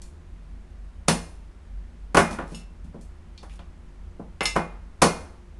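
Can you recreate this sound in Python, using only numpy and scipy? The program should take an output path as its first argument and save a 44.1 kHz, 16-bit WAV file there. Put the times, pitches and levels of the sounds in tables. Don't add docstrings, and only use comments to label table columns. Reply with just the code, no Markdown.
import sys
import numpy as np
from scipy import signal
from scipy.fft import rfft, irfft
from scipy.io import wavfile
from scipy.ndimage import uniform_filter1d

SR = 44100
rng = np.random.default_rng(int(sys.argv[2]) if len(sys.argv) > 2 else 0)


def master(y):
    cut = np.clip(np.atleast_2d(y).T, -1, 1)
    pcm = np.round(cut * 32767)
    wavfile.write(sys.argv[1], SR, pcm.astype(np.int16))


N = 246519
T = np.arange(SR // 2) / SR
TAPER = np.minimum(10 * (T[-1] - T), 1) ** 2
FREQ_HZ = np.maximum(np.arange(N // 2 + 1) * SR / N, 1)


def undb(db):
    return 10 ** (np.asarray(db) / 20)


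def add(track, start_s, sound):
    start = max(int(start_s * SR), 0)
    track[start:start + len(sound)] += sound[:N - start]


def fade(t60_s):
    return np.exp(-np.log(1000) * T / t60_s)


def colour(points, hz):
    freq_hz, gain_db = np.transpose(points)
    return undb(np.interp(np.log(hz), np.log(freq_hz), gain_db))


def noise(gain):
    shaped = irfft(rfft(rng.standard_normal(N)) * gain, N)
    return shaped / shaped.std()


def ring(modes, weight=np.ones_like, rise_s=0.0007, neighbour_sign=-1):
    pitch_hz, gain_db, t60_s = np.transpose(modes)
    gains = undb(gain_db) * weight(pitch_hz) * np.sign(neighbour_sign) ** np.arange(len(pitch_hz))
    knots_s = np.arange(0, 1, .025)
    waves = np.zeros(len(T))
    for hz, gain, decay_s in zip(pitch_hz, gains, t60_s):
        swell, shift_rad = .28 * rng.standard_normal((2, len(knots_s))) * (knots_s > 0)
        envelope = gain * fade(decay_s) * (1 + np.interp(T, knots_s, swell))
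        waves += envelope * np.sin(2 * np.pi * hz * T + np.interp(T, knots_s, shift_rad))
    return waves * (1 - np.exp(-T / rise_s)) * TAPER


def burst(gain, envelope, grain=0.):
    hiss, scatter = rng.standard_normal((2, len(T)))
    grains = np.exp(grain * np.repeat(scatter, 20)[:len(T)] * fade(0.14))
    spectrum = rfft(hiss * grains * envelope)
    spectrum /= np.sqrt(uniform_filter1d(np.abs(spectrum) ** 2, size=160))
    hz = np.maximum(np.arange(len(spectrum)) * SR / len(T), 1)
    return irfft(spectrum * gain(hz), len(T)) * TAPER


def kitchen(rise_s, contact_s, contact_db, early_t60_s, late_db, late_t60_s):
    contact = undb(contact_db) * np.exp(-(T / contact_s) ** 2)
    power = contact ** 2 + fade(early_t60_s) ** 2 + (undb(late_db) * fade(late_t60_s)) ** 2
    return np.sqrt(power) * (1 - np.exp(-T / rise_s))


# freq_hz, gain_db
AIR_SPECTRUM = [(20, -66.5), (32, -65.5), (70, -68.5), (110, -82.5), (180, -76), (300, -85.5), (500, -90.5),
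                (1000, -93), (2000, -98.5), (4000, -107), (10000, -113), (12500, -122)]

def room_air(level_db=-47.5):
    return undb(level_db) * noise(colour(AIR_SPECTRUM, FREQ_HZ))


# centre_hz, width_hz, level_db
DRONE_BANDS = [(46.76, 5.5, -42.5), (76.7, 12, -49.5), (160, 44, -61.5), (234.2, 10, -67), (352, 4, -67)]

def appliance():
    return sum(undb(level_db) * noise(1 / (1 + ((FREQ_HZ - centre_hz) / width_hz * 2) ** 2))
               for centre_hz, width_hz, level_db in DRONE_BANDS)


def worktop_echo(hz, delay_s=.001136, strength=.25):
    return np.abs(1 + strength * np.exp(-2j * np.pi * hz * delay_s))


def taps(touches, modes, envelope, corner_hz=10500):
    out = np.zeros(N)
    for start_s, click_db, ring_db, centre_hz, width_oct in touches:
        place = lambda hz: 1 / (1 + (np.log2(hz / centre_hz) / width_oct) ** 2)
        click_gain = lambda hz: place(hz) * worktop_echo(hz) / np.sqrt(1 + (hz / corner_hz) ** 12)
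        click = undb(click_db) * burst(click_gain, envelope, grain=0.097)
        add(out, start_s, click + undb(ring_db) * ring(modes, place, rise_s=0.0009))
    return out


# pitch_hz, gain_db, t60_s
CANE_MODES = [(2400, 8.5, 0.21), (3210, 10, 0.033), (4130, 8, 0.042), (4450, 2, 0.18)]
# start_s, click_db, ring_db, centre_hz, width_oct
RIND_TICKS = [ (0.018, -13.5, -61, 7400, 1), (2.546, -10, -51, 3730, 0.3), (3.011, -21.5, -63, 8200, 0.95),
              (3.377, -11, -55, 4050, 0.49), (3.496, -14, -68, 2480, 0.53), (3.592, -15, -64, 3100, 0.4), ]

def rind_ticks():
    envelope = kitchen(rise_s=0.00046, contact_s=0.0015, contact_db=15.5,
                       early_t60_s=0.3, late_db=-3, late_t60_s=0.31)
    return taps(RIND_TICKS, CANE_MODES, envelope)


# freq_hz, gain_db
FIBRE_SPECTRUM = [(100, -4.5), (1000, 15.5), (2400, 16.5), (3300, 14), (4400, 16), (6200, 16.5), (8000, 13),
                  (10000, 17), (12000, 3)]

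def crack(gain_db):
    envelope = kitchen(rise_s=0.0006, contact_s=0.006, contact_db=2.5,
                       early_t60_s=.23, late_db=-14, late_t60_s=.5)
    snap = burst(lambda hz: colour(FIBRE_SPECTRUM, hz) * worktop_echo(hz), envelope, grain=0.27)
    return undb(gain_db) * snap


# pitch_hz, gain_db, t60_s
BOARD_MODES = [(272, -32, .25), (323, -26, .25), (355, -29, .33), (398, -27, .25), (462, -27, .3),
               (503, -29, .3), (553, -21, .23), (598, -29, .25), (640, -28, .2), (696, -23, .23),
               (785, -23, .22), (834, -28, .35), (937, -30, .28), (1010, -20, .17), (1060, -26, .2),
               (1127, -23, .26), (1205, -28, .25), (1330, -22, .13), (1445, -22, .22), (1521, -22, .18),
               (1765, -26, .18), (1873, -27, .16)]
# pitch_hz, gain_db, t60_s
WEDGED_MODES = [(2116, -35, .4), (2230, -33, .16), (2450, -36, .42), (2934, -35, .18)]
# freq_hz, gain_db
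WOOD_SPECTRUM = [(60, 3.5), (130, 12.5), (200, 27.5), (400, 26), (800, 26.5), (1400, 25.5), (2200, 20.5),
                 (3200, 19.5), (6000, 17), (12000, 2)]
# pitch_hz, gain_db, t60_s
THUD_MODES = [(56, -33, .25), (78, -28, .22), (122, -31, .2), (149, -28, .2), (168, -20, .34),
              (189, -20, .18), (227, -22, .29)]

def board(thud_db, knock_db, corner_hz, yield_s=0.0031):
    envelope = kitchen(rise_s=0.0027, contact_s=0.0056, contact_db=8,
                       early_t60_s=0.23, late_db=-12, late_t60_s=0.6)
    softness = lambda hz: 1 / np.sqrt(1 + (hz / corner_hz) ** 5)
    knock = ring(BOARD_MODES + WEDGED_MODES, softness, rise_s=.001)
    knock += burst(lambda hz: colour(WOOD_SPECTRUM, hz) * softness(hz), envelope)
    thud = ring(THUD_MODES, rise_s=0.0028, neighbour_sign=1)
    return undb(thud_db) * np.interp(T - yield_s, T, thud) + undb(knock_db) * knock


# start_s, blade_lag_s, landing_db, thud_db, knock_db, corner_hz, crack_db
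CHOPS = [ (1.078, 0.0038, -26, 3, -3.5, 1090, -0.5), (2.146, 0.023, -6.5, 4, 3.5, 1900, -4.5),
         (4.556, .006, -6.5, -5.5, -5.5, 1490, -21), (5.017, .002, -11, 4, 3, 1340, 1), ]

def chops(blade_over_knock_db=1.5):
    out = np.zeros(N)
    for start_s, blade_lag_s, landing_db, thud_db, knock_db, corner_hz, crack_db in CHOPS:
        landing = crack(crack_db - 2) + board(thud_db, knock_db, corner_hz)
        add(out, start_s, undb(landing_db) * landing)
        blade = undb(knock_db + blade_over_knock_db) * ring(WEDGED_MODES)
        add(out, start_s + blade_lag_s, crack(crack_db) + board(thud_db, knock_db, corner_hz) + blade)
    return out


# start_s, thud_db, knock_db, corner_hz, click_db
CANE_KNOCKS = [ (2.309, -11, -21, 917, -26.5), (2.328, -30, -28, 1190, -28), (2.386, -17, -14.5, 1568, -39),
               (2.519, -14.5, -24, 522, -44), (2.844, -21.5, -39.5, 395, -48),
               (2.942, -19, -21.5, 440, -60), (3.429, -31, -31, 1395, -39.5),
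               (3.591, -29, -35.5, 1550, -51), (4.195, -16, -21, 580, -55), (4.407, -17, -12.5, 1460, -33),
               ]

def cane_knocks(rock_cycles=9, rock_db=-9):
    out = np.zeros(N)
    for start_s, thud_db, knock_db, corner_hz, click_db in CANE_KNOCKS:
        add(out, start_s, board(thud_db, knock_db, corner_hz) + crack(click_db))
        add(out, start_s + rock_cycles / corner_hz, undb(rock_db) * board(thud_db, knock_db, corner_hz))
    return out


# pitch_hz, gain_db, t60_s
STEEL_MODES = [(1245, -3, .16), (1712, -13, .25), (2078, -1, .25), (2250, -10, .2), (2401, -13, .25),
               (2680, -10, .38), (2898, -9, .23), (3618, -13, .22), (3910, -15, .12), (4170, -8, .1),
               (4753, -15, .2), (5286, -2, .25), (5426, -8, .08), (5749, -18, .22), (6775, -6, .21),
               (7036, -17, .24), (8250, -10, .2), (8900, -15, .15), (9760, -7, .1), (9815, -9, .2),
               (10750, -13, .2), (11300, -12, .15)]
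# start_s, click_db, ring_db, centre_hz, width_oct
BLADE_CLINKS = [ (2.545, -12, -32, 2800, 0.075), (2.547, -27, -39, 7150, 0.55),
                (4.407, 11.5, -23, 2380, 0.55), (4.430, -6, -28, 9800, 0.25),
                (4.455, 10.5, -21.5, 3520, 1.28), ]

def blade_clinks():
    envelope = kitchen(rise_s=0.0005, contact_s=0.003, contact_db=14,
                       early_t60_s=0.27, late_db=-23, late_t60_s=.42)
    return taps(BLADE_CLINKS, STEEL_MODES, envelope)


# peak_s, half_width_s, level_db
CANE_SLIDES = [(2.551, 0.073, -54), (3.542, 0.045, -61.5)]

def cane_slides(catch_samples=100, catch_spread_db=3):
    t = np.arange(N) / SR
    push = sum(undb(level_db) * np.exp(-((t - peak_s) / half_width_s) ** 2)
               for peak_s, half_width_s, level_db in CANE_SLIDES)
    catches = undb(catch_spread_db * rng.standard_normal(N // catch_samples + 1))
    return push * np.repeat(catches, catch_samples)[:N] * noise(colour(FIBRE_SPECTRUM, FREQ_HZ))


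def scene():
    work = chops() + cane_knocks() + blade_clinks() + rind_ticks() + cane_slides()
    return (work + room_air() + appliance())[None]


def record(dry):
    drive, roll_off_hz, cut_hz = 1.05, 11010, 12300
    rounded = np.tanh(drive * dry) / drive
    mellow = signal.sosfilt(signal.butter(6, roll_off_hz, fs=SR, output="sos"), rounded)
    return signal.sosfilt(signal.ellip(10, .2, 75, cut_hz, fs=SR, output="sos"), mellow)


dry = scene()
out = record(dry)
master(out)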